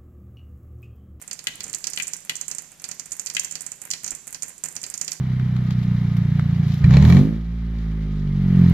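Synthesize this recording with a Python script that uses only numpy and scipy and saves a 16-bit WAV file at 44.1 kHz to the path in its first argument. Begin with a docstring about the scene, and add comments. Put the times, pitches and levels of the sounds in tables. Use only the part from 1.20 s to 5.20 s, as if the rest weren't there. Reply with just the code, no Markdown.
"""Tap dripping into a steel sink

A thin stream breaks into drops that patter into a stainless sink, close by, in a quiet kitchen. Each drop snaps
(fat ones lower, as plops) and thuds on the steel; the basin walls reflect the snap and the room rings briefly.
Every drop sounds on both sides: as a bright tick on the right, duller and lower on the left. A bird shakes its
feathers; later comes one small knock with a soft low bump."""
import sys
import numpy as np
from scipy import signal
from scipy.fft import rfft, irfft
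from scipy.io import wavfile

SR = 44100
rng = np.random.default_rng(int(sys.argv[2]) if len(sys.argv) > 2 else 0)


def wrap_up_sound(samples):
    """Save the sound to the file named by the first command line argument, as 16-bit audio."""
    columns = np.atleast_2d(samples).T
    # keep every value between -1 and 1, then stretch to whole-number steps
    tamed = np.clip(columns, -1, 1)
    steps = np.round(tamed * 32767).astype(np.int16)
    wavfile.write(sys.argv[1], SR, steps)


N = 176400

# room noise spectrum: f/Hz, level/dB
AIR_EQ = [(20, -7), (35, -9.5), (49, 7), (70, -8.5), (160, 5), (300, -5.5), (1000, -10), (3000, -10),
          (8000, -10), (14000, -17), (15000, -59)]
# drop impacts: t/s, snap level/dB, f/Hz, thud level/dB
DROP_HITS = [(0.0161, 6.5, 11000, -4.5), (0.0229, 6.5, 10200, -11), (0.078, 7, 8250, -4.5),
             (0.1121, 11, 5040, 1.5), (0.1308, 9, 6560, -12), (0.191, 5, 4650, -4), (0.241, 5, 10200, -7.5),
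             (0.2704, 18.5, 3200, 6), (0.3557, 4, 10000, -9), (0.4057, 10, 4530, 0.5),
             (0.4346, 7.5, 9500, -4), (0.4409, 9, 6500, -7), (0.466, -1, 7400, -0.5), (0.48, 3, 7500.0, -6),
             (0.4972, 4, 6960, -5), (0.5301, 10, 7800, -0.5), (0.5376, 7, 4150, -8), (0.5472, 15, 7060, -2),
             (0.6414, 13, 4980, -1), (0.6699, 17.5, 5470, 3.5), (0.734, 11.5, 5770, 0),
             (0.7618, 8, 8500, -10), (0.7745, 14.5, 3370, 5.5), (0.7997, 11.5, 2620, -3),
             (0.8229, 11, 7160, -7), (0.8309, 11.5, 7200, -22), (0.8705, 8.5, 6800.0, -6.5),
             (0.8797, 13.5, 8500, -1), (0.9346, 14.5, 6230, -3), (0.966, 6.5, 8900, -17),
             (1.005, -2, 9400, -12.5), (1.0503, 6.5, 11600, -10), (1.0955, 17.5, 3360, 6.5),
             (1.1548, 9, 6350, -8), (1.166, 8, 7100, -8), (1.2123, 13.5, 6760, 1), (1.2814, 14.5, 8040, -6),
             (1.3134, 13.5, 5830, 2), (1.3491, 10, 8300, -6), (1.384, 11.5, 6560, -1),
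             (1.4217, 6, 11700, -8), (1.5179, -0.5, 9000, -7.5), (1.5981, -3, 5750, -11.5),
             (1.6197, 4, 10900, -7), (1.6411, 11, 4720, -1.5), (1.6489, 4, 8200, -6), (1.689, 7.5, 7560, 1),
             (1.714, 11, 5650, -0.5), (1.7966, 11.5, 5940, -1.5), (1.858, 5, 8650, -5),
             (1.9082, -2, 8700, -13), (1.9196, 12.5, 6800, -3), (1.9295, 9, 8650, -8),
             (1.996, 14, 6550, -0.5), (2.0612, 11.5, 6460, -2.5), (2.0698, 11, 4960, -18),
             (2.0999, 11.5, 5200, -1.5), (2.1385, 4, 10500, -14), (2.1496, 13.5, 6060, 3),
             (2.1675, 18, 2960, -0.5), (2.1959, 18, 6300, -4), (2.2049, -5, 7500, -8),
             (2.2467, 12.5, 6660, -2.5), (2.3114, 9, 7250, -5.5), (2.3223, 7.5, 6940, -2.5),
             (2.3544, 13, 4960, 2), (2.4078, 9.5, 8500.0, -5), (2.4187, 9.5, 9010, -8),
             (2.453, -7, 11000, -9.5), (2.465, 12, 7600, -1.5), (2.5182, 9, 7300, -2),
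             (2.6171, 10.5, 9000, -3), (2.6527, 11.5, 11100, -3.5), (2.7038, 12.5, 6370, -2.5),
             (2.7119, 17, 5200, -15), (2.7355, 13.5, 4300, 2.5), (2.8343, 6.5, 10800, -2.5),
             (2.8442, 12.5, 6300.0, 0), (2.863, 9, 6500.0, 1), (2.8783, 11.5, 5900, -1.5),
             (2.9068, 12.5, 7460, -8), (2.917, 6, 7600, 3.5), (2.95, 8.5, 8100, -6),
             (3.0703, 7.5, 10300, -2), (3.0776, 10.5, 8760, -20), (3.1271, 9.5, 8900, -11),
             (3.146, 10.5, 5170, -1.5), (3.2229, 12, 6300, -4), (3.2315, 14, 7700.0, 0),
             (3.2819, 9, 10300, -10), (3.2939, 5.5, 10000, -7.5), (3.38, 0, 8400, -23),
             (3.4383, 17, 7700.0, 5), (3.4502, 7, 8400, 1.5), (3.4574, 8, 6960, -13),
             (3.4855, 7.5, 7900, -15), (3.5541, 7.5, 9600, -4.5), (3.5645, 11.5, 5660, 1),
             (3.631, 9.5, 8700, 0.5), (3.6385, 12, 4800, -5), (3.6651, 5.5, 7260, -3),
             (3.7001, 12, 8740, -6), (3.7401, 12, 5800, 0.5), (3.7772, 9, 6830, -14),
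             (3.8132, 16.5, 6270, 4.5), (3.8472, 5, 7000, -23), (3.8796, 14.5, 4900, 2.5),
             (3.9183, 14.5, 5650, -2), (3.931, 9.5, 9500, -11)]
# basin wall reflections: delay/ms, level/dB
WALL_ECHOES = [(.75, -7.5), (1.5, -15), (2.0, -1.5), (3.05, -5.5), (3.65, -8), (4.1, -32.5), (4.9, -9.5),
               (5.7, -24), (6.65, -10.5), (9.1, -11.5), (10.6, -22)]
# treble loss of the reverb: f/Hz, level/dB
REVERB_EQ = [(2500, 0), (7000, -2), (10000, -3.5), (14000, -1)]
# snap colour, left: f/Hz, level/dB
LEFT_EQ = [(300, -1.5), (1100, 4), (1400, 1.5), (1600, 9), (1780, 4.5), (2000, 8), (2400, 5), (2800, 1),
           (3100, -4), (3350, -10.5), (3700, -19), (4050, -17.5), (4300, -9.5), (4700, -22.5), (4950, -17),
           (5250, -31), (5800, -21), (6300, -23.5), (7100, -40), (8000, -56), (10000, -37), (14200, -34),
           (15200, -38)]
# snap colour, right: f/Hz, level/dB
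RIGHT_EQ = [(300, -33), (1100, -11.5), (1600, -30.5), (2200, -0.5), (2480, -10.5), (3200, -3), (3750, -9),
            (4400, -4.5), (5100, -5.5), (5550, -8), (5800, -3.5), (6750, -1), (7180, 4), (7500, 0.5),
            (7850, -2), (8150, -7.5), (8700, -3), (9600, -13), (11000, -13), (12200, -14.5), (14500, -15.5),
            (15300, -42.5)]
# thud spectrum of the sink floor: f/Hz, level/dB
THUD_EQ = [(40, -24), (85, -11.5), (160, 1), (260, -3.5), (400, -0.5), (700, -3.5), (950, -6), (1150, -7),
           (1400, -6.5), (2200, -1.5), (3200, -11), (6000, -33)]
# basin modes: f/Hz, level/dB, t60/s
BASIN_MODES = [(123.5, -62, 0.21), (162.5, -62.5, 0.73), (193.7, -58.5, 0.3), (240, -85, 0.16),
               (353, -75, 0.19), (466, -69, 0.16), (562, -60, 0.037)]
# feather rustle spectrum: f/Hz, level/dB
FEATHER_EQ = [(40, -6), (120, 0.5), (300, -4.5), (600, -11.5), (1500, -13), (6000, -29)]
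# knock, then bump: t/s, level/dB, f/Hz, t60/s
BUMP_HITS = [(2.9217, -36, 330, .012), (2.928, -40, 55, .06)]


def undb(db):
    """Decibels to gain."""
    return 10 ** (np.asarray(db) / 20)


def add(track, start_s, sound):
    """Mix a sound into a track at start_s."""
    i = max(int(start_s * SR), 0)
    part = sound[..., :max(N - i, 0)]
    track[..., i:i + part.shape[-1]] += part


def convolve(x, response):
    """Apply an impulse response; keep the length."""
    return signal.fftconvolve(x, response)[:len(x)]


def colour(x, eq, size=4096):
    """Minimum-phase filter through (f/Hz, level/dB) points."""
    hz, db = np.array(eq, float).T
    f_hz = np.maximum(np.fft.rfftfreq(size, 1 / SR), 1)
    gain = undb(np.interp(np.log(f_hz), np.log(hz), db))
    cepstrum = irfft(np.log(gain))
    cepstrum[1:size // 2] *= 2
    cepstrum[size // 2 + 1:] = 0
    return convolve(x, irfft(np.exp(rfft(cepstrum))))


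def decay(t60_s):
    """Exponential decay, 1 s long."""
    return np.exp(-np.log(1000) * np.arange(SR) / SR / t60_s)


def tail(t60_s, onset_s):
    """Diffuse echoes of unit energy: build up, then die away."""
    onset = np.minimum(np.arange(SR) / SR / onset_s, 1) ** 2
    echoes = rng.standard_normal(SR) * decay(t60_s) * onset
    return echoes / np.sqrt(np.sum(echoes ** 2))


def ring(hz, t60_s):
    """One mode: a decaying sine."""
    return np.sin(2 * np.pi * hz * np.arange(SR) / SR) * decay(t60_s)


def room_air(gain_db=-42):
    """Faint steady noise, partly common to both sides."""
    common = 0.59 * rng.standard_normal(N)
    sides = [colour(common + 0.63 * rng.standard_normal(N), AIR_EQ) for _ in range(2)]
    return undb(gain_db) * np.array(sides)


def drop_snap(db, hz, plop_hz=3300, wall_top_hz=13400, wander_ms=0.063, spread_db=1.53):
    """One impact rings for a few cycles; the walls return duller echoes, different on each side."""
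    f_hz = np.fft.rfftfreq(1024, 1 / SR)
    fatness = min(plop_hz / hz, 1) ** 2
    q = np.interp(fatness, [0, 1], [3.06, 2.86])
    cut_ratio = np.interp(fatness, [0, 1], [0.56, 0.39])
    s = 1j * f_hz / hz
    s_cut = s / cut_ratio
    resonance = s ** 2 / (q * (s ** 2 + 1) + s)
    highpass = s_cut ** 2 / (s_cut ** 2 + s_cut / 0.74 + 1)
    wall_ms, wall_db = np.array(WALL_ECHOES).T
    # each drop lands a little elsewhere
    time_jitter, level_jitter = rng.standard_normal((2, 2, len(wall_ms), 1))
    delay_s = (wall_ms[:, None] + wander_ms * time_jitter) / 1000
    wall_gain = undb(wall_db[:, None] + spread_db * level_jitter)
    echoes = wall_gain * np.exp(-2j * np.pi * f_hz * delay_s) / (1 + (f_hz / wall_top_hz) ** 4)
    return undb(db) * irfft(resonance * highpass * (1 + echoes.sum(axis=1)))


def patter(spray_per_s=24, spray_hz=12100, spray_db=-10, spread_db=5, lag_scale_s=0.035):
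    """Drops and the fine spray they splash back, reverberating in basin and kitchen."""
    snaps = np.zeros((2, N))
    for start_s, db, hz, _ in DROP_HITS:
        add(snaps, start_s, drop_snap(db, hz))
    reverbs = [undb(basin_db) * tail(t60_s=0.084, onset_s=0.012)
               + undb(kitchen_db) * tail(t60_s=0.62, onset_s=0.036)
               for basin_db, kitchen_db in [(-9, -15), (-9.5, -10)]]  # left, right
    for lag, size, pitch in rng.standard_normal((int(spray_per_s * N / SR), 3)):
        parent_s, parent_db = DROP_HITS[rng.integers(len(DROP_HITS))][:2]
        droplet = drop_snap(parent_db + spray_db + spread_db * size, spray_hz * np.exp(0.2 * pitch))
        add(snaps, parent_s + lag_scale_s * abs(lag), droplet)
    left, right = (x + colour(convolve(x, reverb), REVERB_EQ) for x, reverb in zip(snaps, reverbs))
    return np.array([undb(-0.5) * colour(left, LEFT_EQ), undb(-2.5) * colour(right, RIGHT_EQ)])


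def steel_thuds(thud_db=-9, tail_db=-4, side_db=-8.5, left_db=1):
    """Each drop thuds on the sink floor and excites the basin's low modes."""
    blows = np.zeros(N)
    for start_s, _, _, blow_db in DROP_HITS:
        add(blows, start_s, undb([blow_db]))
    responses = [tail(t60_s=0.093, onset_s=0.0021) + undb(tail_db) * tail(t60_s=0.5, onset_s=0.016)
                 for _ in range(2)]
    mid, side = (colour(convolve(blows, response), THUD_EQ) for response in responses)
    side *= undb(side_db)
    modes = convolve(blows, sum(undb(db) * ring(hz, t60_s) for hz, db, t60_s in BASIN_MODES))
    return undb(thud_db) * np.array([undb(left_db) * (mid + side), mid - side]) + modes


def feather_shake(centre_s=0.43, length_s=0.4, flaps_per_s=18.4, gain_db=-33.5):
    """A small bird on the sink's edge shakes its wet feathers: a soft, fluttering rustle."""
    t_s = np.arange(N) / SR - centre_s
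    swell = np.cos(np.pi * np.clip(t_s / length_s, -0.5, 0.5))
    flaps = np.abs(np.sin(np.pi * flaps_per_s * t_s))
    return undb(gain_db) * colour(swell * flaps * rng.standard_normal(N), FEATHER_EQ)


def bump(right_db=-3):
    """Small knock, then a soft low bump: two damped sines, left of centre."""
    hits = np.zeros(N)
    for start_s, db, hz, t60_s in BUMP_HITS:
        add(hits, start_s, undb(db) * ring(hz, t60_s))
    return np.array([hits, undb(right_db) * hits])


def scene():
    """The dripping sink in its kitchen, stereo."""
    return room_air() + steel_thuds() + feather_shake() + patter() + bump()


def record(dry, top_hz=16000):
    """Steep elliptic low-pass."""
    return signal.sosfilt(signal.ellip(8, 0.2, 70, top_hz, fs=SR, output="sos"), dry)


dry = scene()
out = record(dry)
wrap_up_sound(out)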